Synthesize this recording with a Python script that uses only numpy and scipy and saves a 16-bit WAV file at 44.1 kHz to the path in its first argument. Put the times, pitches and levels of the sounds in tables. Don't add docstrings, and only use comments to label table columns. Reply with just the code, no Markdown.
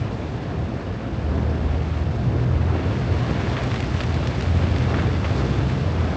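import sys
import numpy as np
from scipy import signal
from scipy.fft import rfft, irfft, next_fast_len
from scipy.io import wavfile

SR = 44100
rng = np.random.default_rng(int(sys.argv[2]) if len(sys.argv) > 2 else 0)


def file_out(sig):
    cols = np.atleast_2d(sig).T
    lim = np.clip(cols, -1, 1)
    pcm = np.round(lim * 32767).astype(np.int16)
    wavfile.write(sys.argv[1], SR, pcm)


N = 271952
TIME = np.arange(N) / SR

# time_s, rotation_hz
CRANK_SPEED = [(0, 79), (1.25, 75), (1.6, 78.6), (2.05, 78.8), (2.3, 81.4), (3.25, 84.7), (4.1, 82.3),
               (4.55, 85.2), (5.2, 86.5), (5.55, 88.7), (6.17, 81.5)]
# time_s, level_db
CRANK_LEVEL = [(0, -42.5), (1.05, -40.5), (1.26, -23.5), (2.05, -25), (2.3, -37), (2.5, -23), (2.77, -23),
               (3.02, -43), (3.7, -42.5), (4.15, -22.5), (4.32, -33), (4.52, -18.5), (4.85, -28.5),
               (5.2, -26.5), (5.7, -35), (6.03, -22), (6.17, -32)]
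# time_s, level_db
FIRING_LEVEL = [(0, -41), (1.02, -44.5), (1.42, -28.5), (2.05, -34), (2.3, -22.5), (2.55, -26), (2.75, -37),
                (3.2, -30.5), (5.0, -28.5), (5.27, -35), (5.56, -23.5), (6.17, -35.5)]
# harmonic_number, level_db
CRANK_HARMONICS = [(2, -13.5), (3, -21)]
# centre_hz, bandwidth_hz, level_db
HULL_RESONANCES = [(688.5, 120, -45), (1658, 220, -54)]
# time_s, level_db
BURBLE_LEVEL = [(0, -24), (0.22, -28.5), (0.65, -26.5), (1.0, -32), (1.2, -24), (1.9, -28), (2.3, -24),
                (3.05, -25.5), (3.42, -23), (3.75, -29), (5.1, -22.5), (6.17, -25.5)]
# time_s, level_db
SPRAY_AMOUNT = [(0, -49), (0.8, -52), (1.8, -49.5), (2.5, -50.5), (3.25, -44), (3.8, -43), (5.2, -44),
                (5.4, -42), (6.17, -46.3)]
# frequency_hz, relative_density_db
BURBLE_SPECTRUM = [(20, -28.5), (36, -22.5), (48, -9.5), (60, -8), (75, -2.5), (100, 2.5), (120, 0),
                   (145, -4), (185, -9.5), (260, -27.5), (400, -50)]
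CHURN_SPECTRUM = [(60, -32), (110, -11), (170, 2), (250, 1), (350, -1.5), (500, -5), (700, -9), (900, -14),
                  (1300, -18.5), (2500, -33), (5000, -55.5)]
SHEET_SPECTRUM = [(200, -33.5), (500, -11.5), (850, 1.5), (1100, 1), (1600, -1), (2200, -2.5), (3000, -7),
                  (4200, -17), (7000, -40.5), (9000, -53)]
MIST_SPECTRUM = [(900, -30.5), (2200, -7.5), (3000, -2.5), (3600, -0.5), (4300, 0), (5000, -2.5),
                 (6000, -6.5), (7000, -10.5), (8000, -14), (8500, -17), (9000, -32.5)]
# crest_s, half_height_width_s, churn_rise_db, sheet_rise_db
WAVE_CRESTS = [(1.445, 0.36, 4, -0.5), (1.823, .25, -0.5, 1.5), (2.374, 0.11, 4.5, -0.5),
               (2.76, 0.33, 3.5, 3), (3.418, 0.72, 3, 2), (4.263, 0.15, 2, .5), (4.673, 0.31, 3, 1.3),
               (5.01, 0.23, 5, 2.5), (5.426, 0.33, 4, 0), (6.076, 0.45, 3, 1)]
# start_s, level_db, pitch_hz
BIG_SLAPS = [(3.716, -20, 1400), (3.742, -17, 1500), (3.760, -20.5, 1700), (3.804, -22, 2800),
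             (3.826, -23, 1700), (4.0045, -16.5, 1500), (4.011, -18.5, 2200), (4.036, -23.5, 1900),
             (4.143, -24, 1900), (4.2722, -20.5, 2500), (4.409, -22.5, 2160), (4.424, -23, 1900),
             (4.762, -19, 1700), (5.141, -24.5, 1500)]
# start_s, level_db, pitch_hz, decay_s
HULL_SLAMS = [(2.747, -16.5, 294, 0.0086), (3.566, -20, 1250, 0.017), (4.901, -23, 650, 0.0077),
              (4.942, -16.5, 1050, 0.0065), (4.986, -17.5, 950, 0.019), (5.243, -19.5, 1150, 0.0136)]
# centre_hz, bandwidth_hz, gain_db
WATER_BANDS = [(706, 87, -0.5), (1660, 120, 1), (2726, 83, 2.5), (3490, 73, 4)]

CHURN_DB, CHURN_FOLLOWS = -30.5, 0.16
SHEET_DB, SHEET_FOLLOWS = -40.5, 0.83
MIST_DB = -49
HALF_FIRING_DB, HALF_FIRING_FOLLOWS = -35, 0.39
SMALL_SLAPS_PER_S, SMALL_SLAP_DB, SMALL_SLAP_SPREAD_DB, SMALL_SLAP_HZ = 9.6, -29, 0.5, 2100
SLAP_DECAY_S, SLAP_DECAY_EXPONENT = 0.0013, 0.5


def engine_drone(crank_phase, firing_phase):
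    def tone(phase, level_db, flutter_db, wobble_rad):
        amplitude = np.sqrt(2) * from_db(level_db + flutter_db * fluctuation(6.1))
        return amplitude * np.sin(phase + wobble_rad * fluctuation(7.2))

    crank_db = sampled(CRANK_LEVEL)
    half_firing_db = HALF_FIRING_DB + HALF_FIRING_FOLLOWS * swing(FIRING_LEVEL)
    drone = tone(firing_phase / 2, half_firing_db, flutter_db=2.5, wobble_rad=0.27)
    drone += tone(crank_phase, crank_db, flutter_db=-0.3, wobble_rad=0.14)
    drone += tone(firing_phase, sampled(FIRING_LEVEL), flutter_db=1.5, wobble_rad=0.052)
    for harmonic, relative_db in CRANK_HARMONICS:
        drone += tone(harmonic * crank_phase, crank_db + relative_db, flutter_db=1.0, wobble_rad=0.12)
    return drone


def hull_growl(firing_phase):
    bursts = turbulence() * (1 + 0.97 * np.cos(firing_phase))
    return sum(from_db(level_db) * rms_one(band_pass(bursts, hz - width_hz / 2, hz + width_hz / 2))
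               for hz, width_hz, level_db in HULL_RESONANCES)


def exhaust_burble():
    bubbling = shape_spectrum(turbulence(), BURBLE_SPECTRUM, flutter_db=2.0, flutter_hz=2.7)
    return from_db(sampled(BURBLE_LEVEL)) * bubbling


def wake_churn(firing_phase, spray_db, surge_db):
    level_db = CHURN_DB + CHURN_FOLLOWS * spray_db + surge_db
    rush = shape_spectrum(turbulence(), CHURN_SPECTRUM, flutter_db=1.07, flutter_hz=12)
    return from_db(level_db) * rush * (1 + 0.19 * np.cos(firing_phase))


def falling_spray(spray_db, surge_db):
    grain = np.clip(0.65 + 0.045 * spray_db, 0, .95)

    def patter(per_s, spread_db=3.0):
        sizes = from_db(spread_db * np.minimum(rng.exponential(1, N), 4))
        signs = rng.choice([-1, 1], N)
        landings = rng.random(N) < per_s / SR
        return grain * rms_one(sizes * signs * landings) + np.sqrt(1 - grain ** 2) * turbulence()

    clumps = from_db(0.64 * fluctuation(39))
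    sheet = shape_spectrum(patter(per_s=2000), SHEET_SPECTRUM, flutter_db=1.0, flutter_hz=14)
    mist = shape_spectrum(patter(per_s=3200), MIST_SPECTRUM, flutter_db=0.37, flutter_hz=4.7)
    sheet_db = SHEET_DB + SHEET_FOLLOWS * spray_db + surge_db
    return clumps * (from_db(sheet_db) * sheet + from_db(MIST_DB + spray_db) * mist)


def spray_slaps(first_s, last_s):
    count = round(SMALL_SLAPS_PER_S * (last_s - first_s))
    small = [(rng.uniform(first_s, last_s), rng.normal(SMALL_SLAP_DB, SMALL_SLAP_SPREAD_DB),
              SMALL_SLAP_HZ) for _ in range(count)]
    impacts = np.vstack([BIG_SLAPS, small])
    level_db = impacts[:, 1]
    decays_s = SLAP_DECAY_S * from_db(level_db - level_db.mean()) ** SLAP_DECAY_EXPONENT
    return water_impacts(impacts, decays_s, snap=1.3, tail_s=.014, tail_db=-18, edge_ratio=1.84)


def hull_slams():
    rows = np.array(HULL_SLAMS)
    hits = water_impacts(rows[:, :3], rows[:, 3], snap=1.0, tail_s=.022, tail_db=-23.5, edge_ratio=1.97)
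    return band_pass(hits, low_hz=80, high_hz=4820)


def water_impacts(impacts, decays_s, snap, tail_s, tail_db, edge_ratio):
    out, t = np.zeros(N), np.arange(SR // 8) / SR
    for (start_s, level_db, pitch_hz), decay_s in zip(impacts, decays_s):
        envelope = np.exp(-t / decay_s) + from_db(tail_db) * np.exp(-t / tail_s)
        force = snap * (t == 0) + envelope * rng.standard_normal(len(t))
        hit = band_pass(force, pitch_hz / edge_ratio, pitch_hz * edge_ratio)
        at = round(start_s * SR)
        out[at:at + len(t)] += from_db(level_db) * hit / np.abs(hit).max()
    return out


def wave_surges():
    return sum(np.outer(rises_db, .5 ** ((2 * (TIME - crest_s) / width_s) ** 2))
               for crest_s, width_s, *rises_db in WAVE_CRESTS)


def water_colour(x):
    for hz, width_hz, gain_db in WATER_BANDS:
        resonator = signal.iirpeak(hz, hz / width_hz, fs=SR)
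        x = x + (from_db(gain_db) - 1) * signal.lfilter(*resonator, x)
    return x


def shape_spectrum(source, spectrum, flutter_db, flutter_hz):
    hz, level_db = np.transpose(spectrum)
    size = next_fast_len(N)
    octave = np.log2(np.maximum(np.fft.rfftfreq(size, 1 / SR), 1))
    shaped = rfft(source, size) * from_db(np.interp(octave, np.log2(hz), level_db))
    out = np.zeros(N)
    for centre in np.arange(np.log2(hz[0]), np.log2(hz[-1]) + .5, .5):
        share = np.maximum(1 - 2 * np.abs(octave - centre), 0)
        out += irfft(shaped * share, size)[:N] * from_db(flutter_db * fluctuation(flutter_hz))
    return rms_one(out)


def fluctuation(rate_hz):
    step, settle = 40, 2000
    pole = np.exp(-2 * np.pi * rate_hz * step / SR)
    noise = rng.standard_normal(N // step + settle + 2)
    slow = signal.lfilter([1], [1, -2 * pole, pole * pole], noise)[settle:]
    return np.interp(np.arange(N) / step, np.arange(len(slow)), rms_one(slow))


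def turbulence():
    return rng.standard_normal(N)


def band_pass(x, low_hz, high_hz):
    return signal.sosfilt(signal.butter(2, [low_hz, high_hz], "band", fs=SR, output="sos"), x)


def sampled(rows):
    return np.interp(TIME, *np.transpose(rows))


def swing(rows):
    level_db = sampled(rows)
    return level_db - level_db.mean()


def from_db(db):
    return 10 ** (np.asarray(db) / 20)


def rms_one(x):
    return x / np.sqrt(np.mean(x ** 2) + 1e-20)


def scene():
    crank_phase = 2 * np.pi * np.cumsum(sampled(CRANK_SPEED)) / SR
    firing_phase = 1.5 * crank_phase
    spray_db = swing(SPRAY_AMOUNT)
    churn_surge_db, sheet_surge_db = wave_surges()
    engine = engine_drone(crank_phase, firing_phase) + hull_growl(firing_phase)
    water = exhaust_burble() + wake_churn(firing_phase, spray_db, churn_surge_db)
    water += falling_spray(spray_db, sheet_surge_db)
    water += hull_slams() + spray_slaps(first_s=3.4, last_s=5.35)
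    return (engine + water_colour(water))[None]


def record(dry):
    low_cut = signal.butter(2, 21, "high", fs=SR, output="sos")
    roll_off = signal.butter(8, 7900, fs=SR, output="sos")
    top_cut = signal.ellip(10, .3, 90, 8700, fs=SR, output="sos")
    return signal.sosfilt(np.vstack([low_cut, roll_off, top_cut]), dry)


dry = scene()
out = record(dry)
file_out(out)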